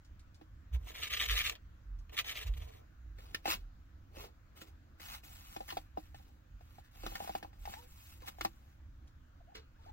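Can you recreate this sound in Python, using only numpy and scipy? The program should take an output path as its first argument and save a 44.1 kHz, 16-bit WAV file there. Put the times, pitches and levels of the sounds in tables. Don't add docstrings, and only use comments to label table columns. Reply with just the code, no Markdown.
import sys
import numpy as np
from scipy import signal
from scipy.fft import rfft, irfft
from scipy.io import wavfile
from scipy.ndimage import uniform_filter1d

SR = 44100
rng = np.random.default_rng(int(sys.argv[2]) if len(sys.argv) > 2 else 0)


def voltage_ratio(level):
    return 10 ** (np.asarray(level, float) / 20)


def digitize_waveform(pressure):
    field = np.atleast_2d(pressure).T
    bounded = np.clip(field, -1, 1)
    quanta = np.round(bounded * 32767).astype(np.int16)
    wavfile.write(sys.argv[1], SR, quanta)


N = 437472
HZ = np.fft.rfftfreq(N, 1 / SR)

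# (frequency [Hz], level [dB])
HUM_COLOUR = [(12, -38.5), (24, -6.5), (68, -1.5), (126, -14), (145, -22), (335, -24), (365, -40),
              (524, -33), (819, -35.5), (1470, -31.5), (2060, -38.5), (5780, -49.5), (6650, -47),
              (9040, -62.5), (15800, -49.5)]
HUM_DB = -56.5
# (frequency [Hz], likeness [0-1])
HUM_LIKENESS = [(60, 0.97), (250, 1), (800, 0.36), (3000, 0.13), (15000, 0.13)]

# (start [s], level [dB])
TICKS = [(0.048, -68), (0.194, -66), (0.3446, -65), (1.988, -68), (9.074, -68.5)]
TICK_HZ, TICK_T60_S = 4700, 0.11

# (time [s], ring peak [dB], dull thump [dB], claw crack [dB], frequency the struck spot favours [Hz])
KNOCKS = [(0.413, -53.5, -54.5, -68, 330), (3.186, -63, -58, -59.5, 1350), (3.347, -65, -72, -30.5, 1630),
          (3.457, -27.5, -48, -35, 980), (3.477, -36, -39.5, -55, 540), (3.521, -58, -65, -46, 2600),
          (4.168, -74, -49, -62, 543), (4.615, -67, -53.5, -53, 1350), (4.999, -58, -60.5, -55, 1780),
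          (5.236, -62, -65, -58, 2950), (5.564, -36.5, -49, -48, 1780), (5.606, -36.5, -49.5, -56, 530),
          (5.689, -53, -81, -48.5, 2000), (5.705, -61, -71, -39.5, 1370), (5.725, -39.5, -56, -50, 325),
          (5.771, -29.5, -50, -41.5, 1200), (5.974, -30.5, -44, -58, 690), (6.146, -48, -67.5, -58.5, 1770),
          (6.609, -55, -68, -70, 764), (6.785, -49, -69, -67, 770), (7.035, -44.5, -46.5, -51, 537),
          (7.065, -40, -46.5, -38, 1180), (7.119, -45.5, -55, -63, 1350), (7.155, -40, -66, -38, 1620),
          (7.205, -33.5, -65, -57, 820), (7.245, -42, -58, -61, 770), (7.276, -38.5, -71, -50, 774),
          (7.295, -32.5, -50, -53, 950), (7.352, -29.5, -51, -43.5, 1780), (7.428, -41.5, -52, -50, 1800),
          (7.448, -40.5, -60, -69, 950), (7.531, -59, -79, -69, 770), (7.655, -42, -79, -50, 1190),
          (7.676, -37, -63, -68, 790), (7.739, -41.5, -80, -49, 950), (8.221, -62, -55.5, -62, 520),
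          (8.28, -54, -54, -50.5, 1780), (8.386, -46.5, -83, -64, 800), (8.411, -42, -50.5, -33.5, 1380),
          (8.45, -26.5, -43.5, -32, 800)]
# (frequency [Hz], level [dB], t60 [s])
PAN_MODES = [(204, -2.5, 0.069), (322.5, -3, 0.12), (535, 0, 0.059), (700, -10, .03), (772, 0, .06),
             (808, -3, .045), (950, -7, .03), (1200, -2, .04), (1360, -2, .04), (1780, 0, .04),
             (2050, -4, .03), (2620, -3, .03), (2950, -3, .035), (3460, -7, .03)]
CRACK_T60_S, CRACK_HALVES_DB = 0.057, 21.5
SPOT_DB, SPOT_OCTAVES = 9, 0.2

# (peak [s], level [dB], half length [ms])
STROKES = [(0.748, -57.5, 11.6), (0.861, -72.5, 41), (0.897, -55.5, 21.5), (0.957, -51.5, 9.7),
           (0.99, -52.5, 22), (1.038, -45, 19.6), (1.077, -45.5, 6.6), (1.114, -46, 10.3), (1.138, -37, 10),
           (1.153, -46, 6.7), (1.173, -43.5, 7.5), (1.221, -38, 20.3), (1.26, -43, 8.2), (1.29, -40.5, 7.4),
           (1.311, -35, 8), (1.334, -41.5, 14), (1.381, -35, 20.4), (1.415, -38.5, 5.6), (1.462, -38.5, 23),
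           (1.485, -53.5, 8), (1.498, -32.5, 2.1), (1.512, -54, 20), (2.144, -56, 12.7), (2.192, -36, 13),
           (2.292, -43, 20.5), (2.32, -45.5, 7), (2.375, -48, 18.5), (2.422, -50, 16), (2.476, -53.5, 12),
           (2.54, -71.5, 37), (2.578, -59.5, 6.4), (2.628, -63, 27), (2.689, -64.5, 10.4),
           (2.745, -69.5, 39)]
STROKE_SKEW = 0.98
# (start [s], level [dB])
SNAGS = [(1.033, -35.5), (1.105, -48), (1.135, -45), (1.199, -43), (1.297, -40), (1.369, -46), (1.553, -51),
         (2.095, -61), (2.18, -39), (2.198, -42), (2.244, -47), (2.374, -47), (2.539, -56), (2.624, -61)]
SNAG_T60_S, SNAG_FIZZ_DB = 0.051, -11.5
# (frequency [Hz], level [dB])
SCRAPE_COLOUR = [(410, -47), (700, -31.5), (1060, -25), (1210, -5), (1490, -17), (2220, -7.5), (3750, -6),
                 (5330, -19.5), (9000, -30.5), (11700, -57.5), (19800, -120)]
# (frequency [Hz], width [Hz], lift over the scrape [dB])
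MAT_PEAKS = [(1316, 320, -4), (1807, 90, 11.5), (2210, 320, 5.5), (2800, 37, -2.5), (3150, 540, 4),
             (3644, 78, -0.5)]
MAT_STRETCH = 0.09
FIZZ_DB, FIZZ_FOLLOW = -51, 0.84
# (frequency [Hz], level [dB])
FIZZ_COLOUR = [(4000, -16.5), (6000, 0), (9800, -9.0), (12000, -8.5), (15300, 2.5), (16000, -28)]

# (peak [s], peak level [dB], frequency at the peak [Hz], rise [ms])
STEPS = [(0.753, -27.5, 62.4, 19.3), (1.324, -32, 49.08, 30), (1.932, -39.5, 44.6, 47),
         (2.503, -26.5, 48.94, 19.7), (2.611, -41.5, 60, 25), (3.088, -44.5, 53.75, 61),
         (3.611, -42.5, 40.1, 31), (6.54, -46, 46.36, 16), (7.061, -42.5, 37.7, 34), (7.62, -45, 38.4, 25)]
STEP_FALL, STEP_SINK_PER_S = 1.7, 1.6

# (time [s], hiss of fine dust [dB])
BOUTS = [
    [(3.149, -102), (3.189, -76), (3.344, -76), (3.37, -72), (3.418, -89)],
    [(3.418, -91), (3.444, -75), (3.462, -56), (3.5, -44.5), (3.538, -47), (3.57, -71.5), (3.68, -102)],
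    [(4.099, -101.5), (4.16, -70.5), (4.206, -63.5), (4.252, -64), (4.328, -98)],
    [(4.55, -89), (4.57, -67.5), (4.6, -71.5), (4.621, -61), (4.657, -83), (4.679, -71.5), (4.739, -102)],
    [(4.979, -88), (4.998, -80), (5.004, -63), (5.15, -56.5), (5.21, -80)],
    [(5.21, -97), (5.244, -64), (5.45, -67.5), (5.541, -63), (5.647, -72), (5.695, -56), (5.781, -69.5),
     (5.825, -78), (5.919, -99)],
    [(5.958, -90), (5.984, -71), (6.138, -86.5), (6.156, -75.5), (6.284, -83), (6.372, -91), (6.419, -102)],
    [(6.549, -102), (6.613, -85.5), (6.795, -76), (6.828, -89), (6.852, -76), (6.912, -95)],
    [(6.912, -81), (6.952, -73.5), (7.058, -62), (7.273, -61.5), (7.315, -65), (7.385, -65.5), (7.415, -80),
     (7.467, -77), (7.509, -88)],
    [(7.509, -94), (7.583, -79.5), (7.702, -61.5), (7.78, -65.5), (7.88, -76)],
    [(7.88, -72), (8.112, -66), (8.16, -71), (8.203, -78)],
    [(8.203, -73), (8.255, -73), (8.285, -51.5), (8.307, -70), (8.367, -79.5), (8.447, -59), (8.507, -79),
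     (8.6, -83), (8.74, -86), (8.8, -102)],
    [(9.54, -103), (9.555, -67.5), (9.59, -83.5), (9.64, -100)],
    [(9.76, -102), (9.844, -86.5), (9.909, -87)],
]
# (scrabble of claws [dB], ring of the pressed pan [dB], how freely the floor rings [0-1]);
# both levels are relative to a hiss at FIRM_DB
POSTURES = [(4.5, 4, 0.18), (4.5, 2.5, 0.66), (4.5, 9.5, 0.026), (2, 3, 0.45), (1.5, -1.5, 1),
            (-1, -3.5, 1), (1.5, -4.5, 1), (1, -11, 0.78), (0.5, 2.5, 1), (-0.5, -2.5, .99),
            (-3.5, -24, 0.87), (0.5, -2, 0.96), (15.5, 6.5, 0.51), (9.5, 6.5, 0.25)]
FIRM_DB, CLAWS_FOLLOW, PRESS_FOLLOW = -69.5, 1, 0.6
# (frequency [Hz], level [dB])
DUST_COLOUR = [(180, -24), (300, -44), (391, -55), (519, -12.5), (1010, 2), (1130, 3), (1520, -7.5),
               (2680, -1), (7870, -7), (8550, -15), (15800, -8)]
PRESS_WEIGHTS = [0.54, 0.15, 0.34, 0.34, 0.78, 0.44, 0.34]

# (start [s], level [dB], length [s], frequency at start [Hz], frequency at end [Hz])
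CHIRPS = [(7.77, -86.5, .11, 476, 503), (7.754, -74, 0.06, 790, 1004), (8.225, -75, 0.031, 1230, 680),
          (8.268, -70, 0.023, 680, 855), (9.403, -81, 0.017, 780, 594), (9.469, -81.5, 0.043, 580, 870),
          (9.515, -80, 0.022, 954, 610), (9.74, -94.5, 0.045, 1240, 1900), (9.783, -87.5, .05, 886, 900),
          (9.846, -85, 0.018, 1560, 754), (9.858, -76.5, 0.023, 640, 870), (9.876, -73.5, 0.032, 930, 796)]

# (start [s], level [dB], decay of the rattle [s])
CLACK = (9.551, -57, 0.034)
# (frequency [Hz], level [dB], t60 [s])
CLACK_MODES = [(444, 0, 0.12), (505, 3, .1), (900, -4, 0.065), (1250, -3, 0.059), (1620, -3, .07),
               (2020, -4, 0.036), (2850, 0, .09), (4200, 3, .07)]

# (frequency [Hz], lead [radians])
MAT_LEAD = [(0, 1.83), (1640, 6.34), (2580, 7.69), (6120, 10.55), (9990, 10.4), (10800, 11.3),
            (12900, 14.3), (16100, 13.7)]
# (frequency [Hz], lead [radians])
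PAN_LEAD = [ (0, 0), (300, .7), (820, 2.2), (1000, 3.4), (1640, 0.06), (3790, 4), (10200, 4), (11000, 4),
            (13000, -1), (16100, -13.5)]
# (frequency [Hz], left minus right [dB])
LEFT_BALANCE = [(60, -0.5), (150, -6), (380, -6.5), (750, -0.5), (1100, 5.5), (2380, -1), (5980, 2),
                (15000, 0)]
# (frequency [Hz], t60 [s], level [dB])
PEN_ECHO = [(200, .06, -7), (3730, .07, -7), (14780, .08, -14)]


def evened(x):
    return x / np.sqrt(np.mean(x ** 2) + 1e-20)


def read(points, hz):
    f, value = np.transpose(points)
    return np.interp(np.log(hz + 1), np.log(f + 1), value)


def add(mix, s, sound):
    part = mix[round(s * SR):][:len(sound)]
    part += sound[:len(part)]


def coloured(x, gain):
    return irfft(rfft(x) * evened(gain), N)


def hump(centre_hz, db):
    return voltage_ratio(-db * np.log2((HZ + 1) / centre_hz) ** 2)


def drift(length):
    return evened(uniform_filter1d(rng.standard_normal(N), length))


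def grit(per_s, spread_db):
    size = voltage_ratio(spread_db * np.minimum(rng.exponential(1, N), 3.5))
    return evened(size * rng.standard_normal(N) * (rng.random(N) < per_s / SR))


def lumps(ms, depth_db):
    return evened(voltage_ratio(depth_db * drift(round(ms * SR / 1000))))


def swell(s, rise_ms, fall_ms):
    t = np.arange(-.3, .3, 1 / SR)
    return s - .3, t, voltage_ratio(-5 * (1000 * t / np.where(t < 0, rise_ms, fall_ms)) ** 2)


def modes(table, weights, tune=1, size=6000):
    t = np.arange(size) / SR
    ring = np.zeros(size)
    for weight, (hz, db, t60) in zip(weights, table):
        ring += weight * voltage_ratio(db - 60 * t / t60) * np.sin(2 * np.pi * hz * tune * t)
    return ring


def onset(t, rise_s):
    return 1 - np.exp(-t / rise_s)


def room():
    frames, hz = N // 512 + 5, np.fft.rfftfreq(2048, 1 / SR)
    a, b, c, d, patches = rng.standard_normal((frames, 1025, 5)).T
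    patches = evened(uniform_filter1d(uniform_filter1d(patches, 20, 0), 8, 1))
    same = np.clip(read(HUM_LIKENESS, hz), 0, 1)[:, None]
    left = a + 1j * b
    right = same * left + np.sqrt(1 - same ** 2) * (c + 1j * d)
    half = voltage_ratio(read(LEFT_BALANCE, hz) / 2) * np.exp(.5j * np.interp(hz, *np.transpose(PAN_LEAD)))
    colour = voltage_ratio(read(HUM_COLOUR, hz)[:, None] + 1.6 * patches)
    z = np.array([left, right]) * np.array([half, 1 / half])[:, :, None] * colour
    return voltage_ratio(HUM_DB) * evened(signal.istft(z, nperseg=2048, noverlap=1536)[1][:, :N])


def ticks():
    out, t = np.zeros(N), np.arange(4000) / SR
    puffs = coloured(rng.standard_normal(N), hump(TICK_HZ, 9))
    for s, db in TICKS:
        add(out, s, voltage_ratio(db - 60 * t / TICK_T60_S) * puffs[round(s * SR):][:len(t)])
    return out


def knocks():
    out, t = np.zeros(N), np.arange(6000) / SR
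    low, floor, side = slice(0, 3), slice(3, 7), slice(7, None)
    band = signal.butter(2, [1000, 5000], "band", fs=SR)
    for s, ring_db, thump_db, crack_db, spot_hz in KNOCKS:
        tune = 1 + .025 * rng.standard_normal()
        noise = rng.standard_normal(6000)
        near = np.log2(np.array(PAN_MODES)[:, 0] / spot_hz) / SPOT_OCTAVES
        spot = voltage_ratio(3 * rng.standard_normal(len(PAN_MODES)) + SPOT_DB / (1 + near ** 2))

        thump = modes(PAN_MODES[low], spot[low], tune) * onset(t, 0.0027) ** 2
        damping = voltage_ratio(-60 * t / .11) + .2
        ring = modes(PAN_MODES[floor], spot[floor], tune) * onset(t, 0.00057) ** 2 * damping

        rattle = noise[:400] * np.exp(-t[:400] / 0.00059)
        walls = signal.oaconvolve(modes(PAN_MODES[side], spot[side], tune), rattle)[:6000]
        splash = evened(signal.lfilter(*band, noise) + 0.31 * noise)
        t60 = np.clip(CRACK_T60_S / 2 ** ((crack_db + 45) / CRACK_HALVES_DB), .01, .3)
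        fade = voltage_ratio(-60 * t / t60) * onset(t, 0.00037)
        crack = (.6 * walls / walls[:500].std() + splash) * fade

        blow = voltage_ratio(ring_db + 2.5) * ring / abs(ring).max()
        blow += voltage_ratio(thump_db - 3.5) * thump / thump[:500].std()
        blow += voltage_ratio(crack_db + 1.5) * crack
        add(out, s - .001, blow)
    return out


def scratching():
    scrape_power, fizz_power = np.zeros((2, N))
    for s, db, half_ms in STROKES:
        start, _, bell = swell(s, half_ms / np.sqrt(STROKE_SKEW), half_ms * np.sqrt(STROKE_SKEW))
        add(scrape_power, start, (voltage_ratio(db) * bell) ** 2)
        fizz_db = FIZZ_DB + FIZZ_FOLLOW * (db + 47.0)
        add(fizz_power, start, voltage_ratio(fizz_db) ** 2 * bell ** 1.6)
    for s, db in SNAGS:
        snap = voltage_ratio(db - 60 * np.arange(4000) / SR / SNAG_T60_S) ** 2
        add(scrape_power, s, snap)
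        add(fizz_power, s, voltage_ratio(SNAG_FIZZ_DB) ** 2 * snap)

    slips = grit(6000, 1.0) * lumps(2.5, 2.1) * np.sqrt(scrape_power)
    pull = np.pi * drift(1300) / 3
    scrape = np.zeros(N)
    for k in (-1, 0, 1):
        peaks_db = np.zeros(len(HZ))
        for hz, width, db in MAT_PEAKS:
            peaks_db += db / (1 + (2 * (HZ - hz * (1 + k * MAT_STRETCH)) / width) ** 2)
        share = np.sqrt(2 / 3) * np.cos(pull - k * np.pi / 3)
        scrape += coloured(slips * abs(share), voltage_ratio(read(SCRAPE_COLOUR, HZ) + peaks_db))

    fizz = grit(12000, 0.8) * lumps(4, 0.5) * np.sqrt(fizz_power)
    fizz = coloured(fizz, voltage_ratio(read(FIZZ_COLOUR, HZ)))
    pats = coloured(grit(500, 1.0) * fizz_power ** 0.2, hump(550, 9))
    return voltage_ratio(-37) * pats + voltage_ratio(-0.5) * scrape + fizz


def footsteps():
    out = np.zeros(N)
    shudder = coloured(rng.standard_normal(N), hump(52, 12))
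    for s, db, hz, rise_ms in STEPS:
        start, t, bell = swell(s, rise_ms, STEP_FALL * rise_ms)
        turn = 2 * np.pi * np.cumsum(hz * np.exp(-STEP_SINK_PER_S * t)) / SR
        sway = bell * np.cos(turn + 2 * np.pi * rng.random())
        loose = 0.2 * bell ** 0.13 * shudder[round(start * SR):][:len(t)]
        add(out, start, voltage_ratio(db) * (sway + loose))
    return out * voltage_ratio([[-1.2], [1.1]])


def bathing():
    fine, coarse, press, free = np.zeros((4, N))
    for rows, (claws_db, ring_db, share) in zip(BOUTS, POSTURES):
        s, level_db = np.transpose(rows)
        t = np.arange(s[0], s[-1], 1 / SR)
        db = np.interp(t, s, level_db)
        add(fine, s[0], voltage_ratio(db))
        add(coarse, s[0], voltage_ratio(FIRM_DB + claws_db + CLAWS_FOLLOW * (db - FIRM_DB)))
        add(press, s[0], voltage_ratio(FIRM_DB + ring_db + PRESS_FOLLOW * (db - FIRM_DB)))
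        add(free, s[0], np.full(len(t), share))

    contact = lumps(13, 1.0)
    colour = voltage_ratio(read(DUST_COLOUR, HZ))
    below = 1 / (1 + (6500 / (HZ + 1)) ** 6)
    hiss = coloured(grit(12000, 0.29) * contact * fine, colour * below)
    claws = grit(4000, 1.0) * contact * lumps(3.4, 1.5) * coarse
    scrabble = coloured(claws, colour * (1 - below))

    ring = modes(PAN_MODES[:7], PRESS_WEIGHTS) * onset(np.arange(6000), 90) ** 2
    pats = grit(600, 3) * lumps(12, 4) * press
    rung = signal.oaconvolve(pats * np.sqrt(free), ring / np.linalg.norm(ring))[:N]
    rub = grit(3000, 1.6) * contact * press * np.sqrt(np.clip(1 - free, 0, 1))
    dull = coloured(rub, hump(450, 7))
    return voltage_ratio(7.5) * hiss + voltage_ratio(5.0) * scrabble + voltage_ratio(1.5) * rung + voltage_ratio(-0.5) * dull


def chirps():
    out = np.zeros(N)
    for s, db, length, hz_start, hz_end in CHIRPS:
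        hz = np.linspace(hz_start, hz_end, round(length * SR))
        turn = 2 * np.pi * np.cumsum(hz) / SR
        tone = np.sin(turn) + 0.054 * np.sin(2 * turn)
        add(out, s, voltage_ratio(db + 22.0) * signal.windows.tukey(len(hz), .6) * tone)
    return out


def clack():
    s, db, rattle_s = CLACK
    t, out = np.arange(6000) / SR, np.zeros(N)
    rattle = rng.standard_normal(6000) * np.exp(-t / rattle_s)
    rattle[0] = 25
    sound = signal.oaconvolve(rattle, modes(CLACK_MODES, np.ones(len(CLACK_MODES))))
    add(out, s, voltage_ratio(db) * sound / sound[:2000].std())
    return out


def ports(x, lead):
    hz, t, z = signal.stft(x, SR, nperseg=512)
    wander = rng.standard_normal(z.shape[::-1])
    wander = evened(uniform_filter1d(uniform_filter1d(wander, 5, 0), 9, 1)).T
    restless = (1.15 * hz / (hz + 1500))[:, None] * wander
    turn = np.interp(hz, *np.transpose(lead))[:, None] + restless
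    half = voltage_ratio(read(LEFT_BALANCE, hz) / 2)[:, None] * np.exp(.5j * turn)
    direct = signal.istft(z * np.array([half, 1 / half]), SR, nperseg=512)[1][:, :N]

    hz, t, z = signal.stft(rng.standard_normal((2, 9000)), SR, nperseg=128)
    echo = np.array(PEN_ECHO)
    t60, db = read(echo[:, [0, 1]], hz)[:, None], read(echo[:, [0, 2]], hz)[:, None]
    z *= voltage_ratio(db - 60 * t / t60) / np.sqrt(t60 * SR / (6 * np.log(10)))
    tail = np.pad(signal.istft(z, SR, nperseg=128)[1], ((0, 0), (60, 0)))
    return direct + signal.oaconvolve(x[None], tail, axes=1)[:, :N]


def scene():
    from_mat = ports(ticks() + scratching(), MAT_LEAD)
    from_pan = ports(knocks() + bathing() + chirps() + clack(), PAN_LEAD)
    return room() + from_mat + footsteps() + from_pan


def top_cut(x):
    return signal.sosfilt(signal.butter(12, 16510, fs=SR, output="sos"), x)


def record(dry):
    edge = signal.firwin(511, 15900, window=("kaiser", 5), fs=SR)
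    mix = signal.oaconvolve(dry, edge[None], "same")
    return top_cut(mix)


dry = scene()
out = record(dry)
digitize_waveform(out)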